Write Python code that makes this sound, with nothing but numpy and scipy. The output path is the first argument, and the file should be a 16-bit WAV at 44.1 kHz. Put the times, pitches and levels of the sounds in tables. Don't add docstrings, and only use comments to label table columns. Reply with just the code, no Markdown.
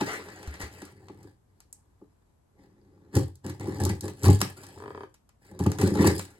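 import sys
import numpy as np
from scipy import signal
from scipy.fft import rfft, irfft, next_fast_len
from scipy.io import wavfile
from scipy.ndimage import uniform_filter1d, map_coordinates

SR = 44100
rng = np.random.default_rng(int(sys.argv[2]) if len(sys.argv) > 2 else 0)


def file_out(sig):
    cols = np.atleast_2d(sig).T
    lim = np.clip(cols, -1, 1)
    pcm = np.round(lim * 32767).astype(np.int16)
    wavfile.write(sys.argv[1], SR, pcm)


N = 281952
TIME = np.arange(N) / SR


def undb(db):
    return 10 ** (np.asarray(db) / 20)


def unit(x):
    return x / np.sqrt(np.mean(x ** 2))


def unit_hit(x, size=220):
    return x / np.sqrt(uniform_filter1d(x ** 2, size).max())


def gains(points, hz):
    f, db = np.transpose(points)
    return undb(np.interp(np.log(hz + 1), np.log(f), db))


def colour(x, points):
    n = 2 * next_fast_len(x.shape[-1])
    cepstrum = irfft(np.log(gains(points, np.fft.rfftfreq(n, 1 / SR))))
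    cepstrum[1:n // 2] *= 2
    cepstrum[n // 2 + 1:] = 0
    response = np.exp(rfft(cepstrum))
    return irfft(rfft(x, n) * response)[..., :x.shape[-1]]


def fade(t60, size):
    return np.exp(-np.log(1000) * TIME[:size] / t60)


def ring(modes, detune=1, size=22050):
    hz, db, t60 = np.transpose(modes)[:, :, None]
    held_t60 = np.minimum(t60, .26)
    sign = (-1) ** np.arange(len(modes))[:, None]
    swing = np.sin(2 * np.pi * hz * detune * TIME[:size])
    return sign * undb(db) * fade(held_t60, size) * swing


def convolve(x, response):
    return signal.fftconvolve(x, response)[:N]


def add(track, s, sound):
    start = max(int(s * SR), 0)
    track[start:start + len(sound)] += sound[:N - start]


def grains(rate, spread_db):
    hits = rng.random(N) < rate / SR
    return hits * undb(spread_db * np.minimum(rng.standard_exponential(N), np.pi))


def steady(x, seconds):
    local_power = np.abs(uniform_filter1d(x ** 2, int(seconds * SR)))
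    floor = np.mean(x ** 2) / 10 ** 2
    return x / np.sqrt(local_power + floor)


def diffuse(size, spacing_s=0.0013):
    likeness = np.sinc(2 * spacing_s * np.fft.rfftfreq(size, 1 / SR)) * .9
    shares = np.sqrt([(1 + likeness) / 2, (1 - likeness) / 2])
    mid, side = rfft(rng.standard_normal((2, size))) * shares
    return irfft([mid + side, mid - side], size)


def radiate(x, corner_hz=58):
    return signal.sosfilt(signal.butter(4, corner_hz, "high", fs=SR, output="sos"), x)


def burst(noise, decay_s):
    spectrum = rfft(noise * fade(decay_s, len(noise)))
    return irfft(spectrum / np.abs(spectrum)) * fade(2 * decay_s, len(noise))


# (frequency [Hz], relative density [dB])
AIR = [(15, -38), (25, -8.5), (64, 2.5), (137, -5.5), (641, -18.5), (911, -18.5), (2480, -34.5),
       (5430, -37), (8360, -33), (9570, -44.5), (11300, -30.5), (16000, -71)]
AIR_DB = -66


def still_air():
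    return undb(AIR_DB) * unit(colour(diffuse(N), AIR))


# (frequency [Hz], level [dB])
ROOM = [(60, -18.5), (200, -13), (400, -7.5), (800, -6), (3000, 0.5), (5500, -4.5), (8000, -8),
        (16000, -12.5)]


def room(x, t60=0.22, build_s=0.00043, size=22050):
    onset = 1 - np.exp(-(TIME[:size] / build_s) ** 2)
    tail = diffuse(size) * fade(t60, size) * onset
    tail = colour(unit(tail) / np.sqrt(size), ROOM)
    return np.array([convolve(x, side) for side in tail])


def arrive(x, edge_hz=1500):
    hz = np.fft.rfftfreq(N, 1 / SR)
    highs = 1 - 1 / (1 + (hz / edge_hz) ** 4)
    lag_s = .00005 + .000217 * highs
    left = irfft(rfft(x) * np.exp(-2j * np.pi * hz * lag_s), N)
    return np.array([left, x])


# (frequency [Hz], relative density [dB])
CLINK = [(1000, -23), (3500, -29), (5800, -9), (7000, -2.5), (8300, 2), (9800, -3), (11200, -5),
         (13000, -15), (16000, -25)]
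CLINK_S, CLINK_DB = 1.727, -39


def clink(size=2048):
    out = np.zeros(N)
    tick = colour(burst(rng.standard_normal(size), decay_s=0.036), CLINK)
    add(out, CLINK_S, undb(CLINK_DB) * unit_hit(tick))
    return out


# (time [s], level [dB])
FLEXES = [(0.477, -30.5), (0.633, -37)]
FLEX_HZ, FLEX_T60_S = 71.6, 0.22


def flexes(size=22050):
    out = np.zeros(N)
    swing = np.sin(2 * np.pi * FLEX_HZ * TIME[:size]) * fade(FLEX_T60_S, size)
    for s, db in FLEXES:
        add(out, s, undb(db) * unit_hit(swing))
    return out


CREAKS = [4.776, 4.802, 4.822, 4.838, 4.859, 4.879, 4.905, 4.948, 4.976, 5.007, 5.034]
# (frequency [Hz], level [dB], t60 before the cap in ring() [s])
FOLD = [(314, -5, 0.28), (374.6, -1.5, 0.18), (408, 14, 0.037), (532, -5.5, 0.18), (617, -3, 0.053),
        (770, 0, 0.041), (967, 11, 0.02), (1220, 7.5, 0.021), (1680, 8.5, 0.0087), (1870, -21, 0.069),
        (2190, -13, 0.025), (2660, -12, 0.011), (3110, -7, 0.013), (3900, -17, 0.008), (4630, -12, 0.026)]
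CREAK_DB, CREAK_SLACK_DB, CREAK_BUILD_S = -36, -9.5, 0.038


def creak():
    out = np.zeros(N)
    for s, chance in zip(CREAKS, rng.standard_normal(len(CREAKS))):
        slack = np.exp((CREAKS[0] - s) / CREAK_BUILD_S)
        db = CREAK_DB + CREAK_SLACK_DB * slack
        tick = radiate(ring(FOLD, detune=1 + 0.044 * chance).sum(axis=0), corner_hz=201)
        add(out, s, undb(db) * unit_hit(tick))
    return out


# (time [s], bright snap level [dB], dull crack level [dB], decay setting [s])
SNAPS = [(0.0094, -50.5, -30.5, 0.019), (0.2852, -59, -46.5, .05), (0.4293, -50, -46, .034),
         (0.474, -49, -46, 0.046), (0.54, -50, -45.5, 0.05), (0.6032, -47, -54, 0.04),
         (0.613, -42, -39, 0.13), (0.8189, -47.5, -42.5, 0.027), (0.8505, -48.5, -69, .05),
         (1.0842, -80, -47, 0.011), (1.23, -56.5, -63, .038), (1.6035, -50, -59.5, 0.025),
         (3.1529, -30.5, -43, .05), (3.1665, -33.5, -34, 0.026), (3.3544, -53.5, -74, 0.03),
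         (3.4644, -41, -44, 0.019), (3.496, -43.5, -45.5, 0.057), (3.5974, -47.5, -49.5, .015),
         (3.8026, -39, -47, .023), (3.8366, -31.5, -48, .014), (3.8512, -25, -48, 0.019),
         (3.893, -35, -39, .04), (4.0085, -35, -53, 0.022), (4.0807, -40, -39.5, 0.017),
         (4.2325, -31.5, -48.5, 0.031), (4.2418, -33, -31.5, .03), (4.2515, -30, -41, .02),
         (4.2828, -30, -53, 0.015), (4.301, -33.5, -50.5, .027), (4.4044, -34, -41, .06),
         (4.4149, -19, -20.5, 0.017), (4.635, -47, -49.5, 0.065), (4.6667, -46, -65, 0.018),
         (5.1416, -55.5, -61.5, 0.056), (5.2911, -59, -61.5, 0.028), (5.591, -40.5, -44.5, .034),
         (5.6012, -46, -47, 0.019), (5.638, -42, -46, 0.043), (5.664, -35.5, -32.5, 0.016),
         (5.7175, -34, -36, 0.012), (5.7862, -35.5, -34.5, .023), (5.8134, -30, -33, 0.041),
         (5.877, -35, -45, 0.018), (6.064, -32, -49, 0.058), (6.0714, -22, -37, 0.052),
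         (6.1938, -34, -34, .025)]
# (frequency [Hz], relative density [dB])
SNAP = [(500, -14), (2500, -19.5), (4500, 0), (6000, 2), (7700, 3.5), (9500, 1.5), (11000, 2),
        (13000, -3.5), (16000, -17)]
CRACK = [(150, -7), (400, -4.5), (900, 0.5), (1300, -1), (2300, -5.5), (3600, -10.5), (6000, -10),
         (16000, -36)]
CRACK_LINGER = 1.8


def snaps(size=4096):
    out = np.zeros(N)
    noises = rng.standard_normal((len(SNAPS), 2, size))
    for (s, snap_db, crack_db, decay_s), noise in zip(SNAPS, noises):
        snap = unit_hit(colour(burst(noise[0], decay_s), SNAP))
        crack = unit_hit(colour(burst(noise[1], CRACK_LINGER * decay_s), CRACK))
        add(out, s, undb(snap_db) * snap + undb(crack_db) * crack)
    return out


# (time [s], level [dB], pitch driven most [Hz], hard knock relative to level [dB])
BUMPS = [(0.01, -22.5, 298, -8), (0.819, -38, 310, -14), (1.095, -40, 328, -10.5), (1.241, -45, 273, -23),
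         (2.014, -45, 324, -19), (3.165, -16, 111, -22), (3.451, -28, 186, -23), (3.675, -26, 350, -38),
         (3.83, -29, 110, -33), (3.891, -23, 98, -38), (4.266, -14, 89.3, -17.5), (4.284, -7.5, 102, -21),
         (4.416, -24, 181, -19.5), (5.599, -18.5, 120, -23), (5.66, -12.5, 136, -17.5),
         (5.827, -13.5, 169, -35), (5.876, -20, 169, -35), (5.91, -21, 190, -38), (5.991, -12, 182, -30),
         (6.042, -18, 186, -6.5)]
# (frequency [Hz], level [dB], t60 [s])
BOX = [(83.8, -4.5, 0.23), (93.3, 3, 0.18), (135.6, -5, 0.21), (174, -2.5, 0.17), (202.5, 0.5, 0.15),
       (277.5, -1, 0.15), (303, 0.5, 0.16), (336.5, 3.5, 0.07), (383.5, -0.5, 0.12), (421, -7.5, 0.23),
       (521.8, -4.5, 0.075), (650.6, -17.5, 0.046), (726, -14, 0.024), (817, -8, 0.035), (863, -10.5, 0.05),
       (1000, -14, 0.018), (1140, -11.5, 0.03)]
KNOCK_HZ = 600


def bumps(focus=1.16):
    out, mode_hz = np.zeros(N), np.array(BOX)[:, 0]
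    for (s, db, hz, knock_db), chance in zip(BUMPS, rng.standard_normal(len(BUMPS))):
        modes = radiate(ring(BOX, detune=1 + 0.019 * chance))
        drive = 1 / np.hypot(1, focus * (mode_hz / hz - hz / mode_hz))
        shove = unit_hit(drive @ modes)
        knock = unit_hit(modes[mode_hz > KNOCK_HZ].sum(axis=0))
        add(out, s, undb(db) * (shove + undb(knock_db) * knock))
    return out


PATCH_DB, PATCH_HZ, PATCH_S = 3.5, 350, 0.03


def patchy(x, size=512):
    hz, t, spectra = signal.stft(x, SR, nperseg=size)
    places = np.meshgrid(hz / PATCH_HZ, t / PATCH_S, indexing="ij")
    shifts = map_coordinates(rng.standard_normal((size, size)), places, mode="mirror")
    gain = unit(undb(PATCH_DB * shifts))
    return signal.istft(spectra * gain, SR, nperseg=size)[1][:N]


# (start time [s], length [s], low boom level [dB], panel rumble level [dB],
# scrape level [dB], fibre crackle level [dB], swell from start to end [dB])
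SLIDES = [(0.008, .04, -37, -44, -38.5, -45, -12), (0.065, .085, -62, -46, -37, -44, 0),
          (0.174, .39, -56, -52.5, -52, -58.5, -2), (0.604, .035, -46.5, -45.5, -41.5, -47, -2.5),
          (0.718, 0.18, -54, -57.5, -55.5, -59, -3.5), (0.923, 0.36, -55.5, -58, -67, -70.5, 2.5),
          (1.5, .8, -72.5, -78.5, -83.5, -86, -2), (2.546, 0.67, -64.5, -61.5, -75.5, -102, 8.5),
          (2.595, 0.048, -68, -59, -67.5, -75, -2), (3.142, .02, -43, -33, -41.5, -44, 8),
          (3.169, .048, -20.5, -28, -65, -46, -13.5), (3.449, .055, -38, -40, -50, -54.5, 2.5),
          (3.606, .16, -37.5, -39.5, -48.5, -53.5, -0.5), (3.794, .11, -27, -31.5, -41.5, -45, 0),
          (4.037, .06, -37.5, -36, -49, -47.5, -7.5), (4.177, .06, -53.5, -51, -54.5, -56.5, 8.5),
          (4.245, .066, -20, -27, -34.5, -35, -1), (4.306, 0.022, -18.5, -42, -49, -43, -1.5),
          (4.432, 0.073, -43.5, -48.5, -48.5, -47.5, -6), (4.569, 0.21, -55, -55.5, -57.5, -56, -6),
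          (4.767, 0.26, -52.5, -56.5, -64.5, -66.5, -4), (5.42, .08, -64, -66, -66.5, -64, 5.5),
          (5.509, 0.1, -52, -48.5, -62.5, -78, -2), (5.6, 0.19, -37, -40.5, -52.5, -54.5, -5.5),
          (5.797, .085, -29.5, -29.5, -38, -40.5, -0.5), (5.938, .13, -32, -23, -34, -40.5, 13),
          (6.078, 0.023, -26, -27, -57, -35.5, -7), (6.156, .031, -38.5, -38, -54.5, -39, 0.5),
          (6.24, 0.18, -66, -62, -64.5, -67, -8)]
GRAB_S = 0.047


def effort(levels_db, stop_s):
    t, power = TIME[::32], 0
    for (start, length, *_, swell_db), db in zip(SLIDES, levels_db):
        progress = np.clip((t - start) / length, 0, 1)
        held = undb(db + swell_db * (progress - .5))
        before = np.maximum(start - t, 0) / GRAB_S
        after = np.maximum(t - start - length, 0) / stop_s
        power = power + (held * np.exp(-np.log(1000) * (before + after))) ** 2
    return np.interp(TIME, t, np.sqrt(power))


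# (frequency [Hz], relative density [dB])
SCRAPE = [(200, -15), (400, 6), (620, -10), (830, 7), (1050, -5.5), (1400, -16), (1700, 0.5), (2600, -29.5),
          (3300, -21.5), (4800, -14), (8000, -26), (16000, -33)]
GLIDE = [(200, -10.5), (450, 4.5), (850, -0.5), (1400, -1.5), (2050, 1.5), (2500, -7), (3150, -10),
         (3700, -12), (4800, -13), (8000, -17), (16000, -48)]
CRACKLE = [(500, -35.5), (2500, -9), (3800, -5), (4800, 0.5), (6000, -9.5), (7500, 0), (9000, 3),
           (11000, -5), (13000, -3.5), (15000, -23.5), (16500, 2)]
LOW_MODE_HZ = 150
CAVITY_STOP_S, PANEL_STOP_S, SCRAPE_STOP_S, CRACKLE_STOP_S = 0.33, 0.24, 0.23, 0.29
STRAY_PER_S, STRAY_DB = 15, -11


def sliding():
    _, _, boom_db, rumble_db, scrape_db, crackle_db, _ = np.transpose(SLIDES)
    booming, shaking = effort(boom_db, CAVITY_STOP_S), effort(rumble_db, PANEL_STOP_S)
    scraping, crackling = effort(scrape_db, SCRAPE_STOP_S), effort(crackle_db, CRACKLE_STOP_S)

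    slips = grains(rate=200, spread_db=3.5)
    modes, low = radiate(ring(BOX)), np.array(BOX)[:, 0] < LOW_MODE_HZ
    cavity = steady(convolve(slips, modes[low].sum(axis=0)), seconds=.034)
    panels = steady(convolve(slips, modes[~low].sum(axis=0)), seconds=.034)
    body = radiate(booming * cavity + shaking * panels)

    shake_db = 20 * np.log10(np.hypot(booming, shaking) / scraping)
    grip = np.clip(.25 + shake_db / 28, .1, .9)
    jerks = unit(convolve(slips, fade(t60=0.022, size=2000)))
    rasp = steady(colour(jerks * rng.standard_normal(N), SCRAPE), seconds=0.058)
    coarse = grains(rate=4500, spread_db=3.5) * rng.choice([-1, 1], N)
    glide = unit(colour(coarse, GLIDE))
    scrape = np.sqrt(grip) * rasp + np.sqrt(1 - grip) * glide

    fine = grains(rate=4500, spread_db=3.5) * rng.choice([-1, 1], N)
    crackle = steady(colour((grip * jerks + 1 - grip) * fine, CRACKLE), seconds=0.06)
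    stray_swells = convolve(grains(STRAY_PER_S, spread_db=-1.5), fade(t60=0.012, size=2000))
    strays = unit(colour(stray_swells * rng.standard_normal(N), SNAP))
    crackle = crackle + undb(STRAY_DB) * strays
    return body + patchy(scraping * scrape + crackling * crackle)


def scene():
    handling = clink() + flexes() + creak() + snaps() + bumps() + sliding()
    return still_air() + room(handling) + arrive(handling)


# (frequency [Hz], level difference [dB])
BALANCE_DB = [(100, .4), (300, .9), (600, 2.8), (1300, 2.8), (2500, 1.2), (5500, 1.8), (8000, 0),
              (16000, 0)]
TOP_HZ = 16200


def record(dry):
    half = gains(BALANCE_DB, np.fft.rfftfreq(N, 1 / SR)) ** .5
    heard = irfft(rfft(dry) * np.array([half, 1 / half]), N)
    return signal.sosfilt(signal.ellip(10, .2, 80, TOP_HZ, fs=SR, output="sos"), heard)


dry = scene()
out = record(dry)
file_out(out)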